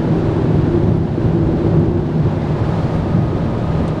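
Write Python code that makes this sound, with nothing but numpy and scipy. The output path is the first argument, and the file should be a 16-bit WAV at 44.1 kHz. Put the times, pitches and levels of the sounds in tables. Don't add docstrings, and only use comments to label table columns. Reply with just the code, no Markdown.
import sys
import numpy as np
from scipy import signal
from scipy.fft import rfft, irfft
from scipy.io import wavfile
from scipy.ndimage import uniform_filter1d, minimum_filter1d

SR = 44100
rng = np.random.default_rng(int(sys.argv[2]) if len(sys.argv) > 2 else 0)


def unload_audio(sound):
    columns = np.transpose(np.atleast_2d(sound))
    steps = np.round(np.clip(columns, -1, 1) * 32767)
    wavfile.write(sys.argv[1], SR, steps.astype(np.int16))


N = 176400
TIME, FREQS = np.arange(N) / SR, np.fft.rfftfreq(N, 1 / SR)

# frequency in Hz, relative level in dB per Hz.
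RUMBLE_COLOUR = [(15, -19.5), (28, -17), (39, -20), (49, -8), (68, -4), (82, -3.5), (100, 1), (120, 1.5),
                 (145, -15), (185, -5.5), (210, -14), (290, -7.5), (420, -28.5), (800, -29.5),
                 (2000, -85.5)]
BUMP_COLOUR = [(25, -18.5), (38, -22), (50, -6.5), (70, -12), (98, 5.5), (120, 2), (180, -11.5), (400, -28),
               (1200, -40), (3000, -63)]
HEAVE_COLOUR = [(20, -18), (38, -8.5), (52, -2), (62, -2.5), (85, -18.5)]
DRONE_COLOUR = [(150, -31.5), (235, -4.5), (260, -3.5), (288, -20), (315, -2), (338, 0), (375, -7),
                (396, -4), (425, -15), (475, -13), (510, -20.5), (570, -15.5), (800, -33.5), (1500, -40),
                (4000, -76.5)]
WIND_COLOUR = [(150, -13.5), (400, 4.5), (600, 2), (830, -0.5), (1000, -3), (1250, -9), (1500, -10),
               (2200, -18), (3000, -20.5), (4000, -23), (5500, -31.5), (8000, -39.5), (10500, -46.5),
               (12300, -57), (14500, -53), (15500, -53.5)]
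CLICK_COLOUR = [(2000, 0), (9000, 2.5), (15000, -8)]
TRUCK_COLOUR = [(150, -24.5), (500, 16), (1000, 10.5), (1500, -1), (2100, 2.5), (3000, -11), (4500, -9),
                (6000, -25.5), (9000, -30), (12000, -46.5), (15500, -47.5)]
GUST_COLOUR = [(800, -1), (2500, 3), (4500, 3), (7000, -5), (10000, -13), (12000, -21), (15500, -28)]
WAKE_COLOUR = [(200, 12.5), (450, -3.5), (600, 7.5), (750, -17), (1000, -7), (1500, -24.5), (2200, -24.5),
               (4500, -33), (9000, -59), (15500, -49)]
TICK_COLOUR = [(500, -3), (2000, 5), (3200, 6), (5500, -2), (9200, -5), (12000, -25), (15500, -30)]

# time in seconds, level in dB.
RUMBLE_CURVE = [(0, -24.5), (.55, -19), (.95, -20), (1.1, -22.5), (1.6, -22.5), (1.95, -17.5), (2.1, -25.5),
                (2.4, -22), (2.55, -23), (3, -21), (3.35, -20.5), (3.62, -21), (3.82, -20.5), (4, -25.5)]
BOOM_CURVE = [(0, -22.5), (.11, -14), (.22, -23), (.35, -22), (.4, -19.5), (.57, -13.5), (.7, -22.5),
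              (.9, -17), (1.06, -20.5), (1.21, -24.5), (1.29, -15.5), (1.4, -19.5), (1.46, -19),
              (1.52, -22), (1.68, -18), (1.8, -11), (1.87, -23), (2.11, -21.5), (2.19, -13), (2.28, -20),
              (2.45, -23), (2.52, -16), (2.58, -25.5), (2.72, -18), (2.79, -17), (2.9, -24), (2.98, -14.5),
              (3.05, -32), (3.16, -12.5), (3.24, -21), (3.37, -23.5), (3.45, -19.5), (3.54, -29.5),
              (3.72, -19), (3.92, -19), (4, -29.5)]
DRONE_CURVE = [(0, -21), (.3, -19), (.62, -20.5), (.71, -17), (.95, -22), (1.03, -25), (1.13, -28),
               (1.18, -18.5), (1.29, -23.5), (1.45, -20), (1.8, -17), (2.1, -24.5), (2.27, -23.5),
               (2.42, -25), (2.75, -26), (3.2, -26), (3.6, -28.5), (4, -28.5)]
WIND_CURVE = [(0, -27.5), (.2, -26.5), (.5, -27.5), (.82, -28), (1.02, -31.5), (1.28, -28.5), (1.36, -30.7),
              (1.66, -28), (1.93, -31), (2.08, -30), (2.25, -29), (2.7, -26.5), (3.2, -28.5), (3.5, -27.5),
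              (3.85, -26.5), (4, -29)]

# time of the peak in seconds, level in dB.
ROAD_BUMPS = [(.27, -19.5), (.57, -17.5), (.65, -17.5), (.9, -14.5), (1.27, -14.5), (1.44, -17.5),
              (1.66, -15), (1.78, -16), (1.9, -20), (2.26, -16.5), (2.63, -17), (2.85, -19), (3.2, -15.5),
              (3.27, -21), (3.83, -25)]
ROAD_WAVES = [(.23, -25), (.72, -30), (.87, -28), (1.48, -25.5), (1.76, -35.5)]
TRAILER_GUSTS = [(2.68, -56), (2.8, -50), (2.95, -51.5)]

# centre in Hz, width in Hz, dB against the drone.
DRONE_RESONANCES = [(314, 14, -12.5), (338.8, 21, -10.5)]
# time in seconds, pitch in Hz, level in dB.
HUM_CURVE = [(0.549, 335, -53), (.7, 345, -22.5), (.92, 338, -27), (1.08, 340, -40), (1.36, 342.6, -24),
             (1.46, 324.2, -21.5), (1.55, 334.1, -19.5), (1.69, 327.8, -19.5), (1.78, 343, -28),
             (1.95, 343, -30), (2.1, 340, -49)]
# start in seconds, level in dB.
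FAINT_CLICKS = [(.9738, -49), (1.7965, -46), (1.8122, -48)]
# centre in Hz, width in Hz, level in dB.
WAKE_WHINE = [(573, 70, -37), (1238, 73, -42)]


def amp(db):
    return 10 ** (np.asarray(db) / 20)


def level(points):
    return amp(np.interp(TIME, *np.transpose(points)))


def swells(rows, spread_s):
    return sum(amp(db) * np.exp(-((TIME - s) / spread_s) ** 2) for s, db in rows)


def noise(gain):
    x = irfft(rfft(rng.standard_normal(N)) * gain, N)
    return x / x.std()


def coloured(points):
    hz, db = np.transpose(points)
    return noise(amp(np.interp(np.log(FREQS + 1), np.log(hz), db, right=-np.inf)))


def ringing(hz, width_hz):
    return noise(1 / (1 + (2 * (FREQS - hz) / width_hz) ** 2))


def steadied(x, samples=6000):
    power = uniform_filter1d(uniform_filter1d(x ** 2, samples), samples)
    return x / np.sqrt(power)


def road():
    rumble = steadied(coloured(RUMBLE_COLOUR), samples=4000) * level(RUMBLE_CURVE)
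    thumps = steadied(coloured(BUMP_COLOUR), samples=1800) * swells(ROAD_BUMPS, spread_s=0.037)
    heaves = steadied(coloured(HEAVE_COLOUR), samples=2600) * swells(ROAD_WAVES, spread_s=0.084)
    boom = steadied(ringing(hz=157.1, width_hz=31.6), samples=1600) * level(BOOM_CURVE)
    return rumble + thumps + heaves + boom


def tyres():
    core = sum(amp(db) * ringing(hz, width) for hz, width, db in DRONE_RESONANCES)
    drone = steadied(coloured(DRONE_COLOUR) + core, samples=4000) * level(DRONE_CURVE)
    cavity = amp(-30.5) * steadied(ringing(hz=223.2, width_hz=7.5), samples=12000)
    return drone + cavity


def wind():
    depth_db, corner_hz = 0.5, 30
    flutter = noise(1 / (1 + (FREQS / corner_hz) ** 2))
    return coloured(WIND_COLOUR) * level(WIND_CURVE) * amp(depth_db * flutter)


def tyre_hum():
    waver_hz, waver_rate_hz = 4.1, 14.8
    s, hz, db = np.transpose(HUM_CURVE)
    pitch = np.interp(TIME, s, hz) + waver_hz * ringing(0, 2 * waver_rate_hz)
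    tone = np.sqrt(2) * np.sin(2 * np.pi * np.cumsum(pitch) / SR)
    return amp(np.interp(TIME, s, db)) * tone


def faint_clicks():
    t60_s = 0.005
    envelope = sum(amp(db - 60 * abs(TIME - s) / t60_s) * (TIME >= s) for s, db in FAINT_CLICKS)
    return envelope * coloured(CLICK_COLOUR)


def truck():
    closest_s, spread_s = 2.72, 0.31
    passing = amp(-36.5) / (1 + ((TIME - closest_s) / spread_s) ** 2)
    gusts = swells(TRAILER_GUSTS, spread_s=0.072)
    return passing * coloured(TRUCK_COLOUR) + gusts * coloured(GUST_COLOUR)


def truck_wake():
    entry_s, rise_s = 2.52, 0.081
    fade_in = 0.5 + 0.5 * np.tanh((TIME - entry_s) / rise_s)
    whine = sum(amp(db) * steadied(ringing(hz, width)) for hz, width, db in WAKE_WHINE)
    churn = amp(-29.5) * coloured(WAKE_COLOUR)
    return fade_in * (churn + whine)


def plastic_tick():
    start_s, rise_s, t60_s = 3.8775, 0.002, 0.06
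    age = np.maximum(TIME - start_s, 0)
    envelope = np.minimum(age / rise_s, 1) * amp(-60 * age / t60_s)
    return amp(-35.5) * envelope * coloured(TICK_COLOUR)


def scene():
    driving = road() + tyres() + wind() + tyre_hum() + faint_clicks()
    return (driving + truck() + truck_wake() + plastic_tick())[None]


def record(dry):
    ceiling_db, recovery_db_per_s, cutoff_hz = -3.6, 13, 15400
    over_db = np.maximum(20 * np.log10(abs(dry[0]) + 1e-9) - ceiling_db, 0)
    recovery_db = TIME * recovery_db_per_s
    duck_db = recovery_db - np.maximum.accumulate(over_db + recovery_db)
    smooth_db = uniform_filter1d(minimum_filter1d(duck_db, size=41), size=41)
    lowpass = signal.butter(16, cutoff_hz, fs=SR, output="sos")
    return signal.sosfiltfilt(lowpass, dry * amp(smooth_db))


dry = scene()
out = record(dry)
unload_audio(out)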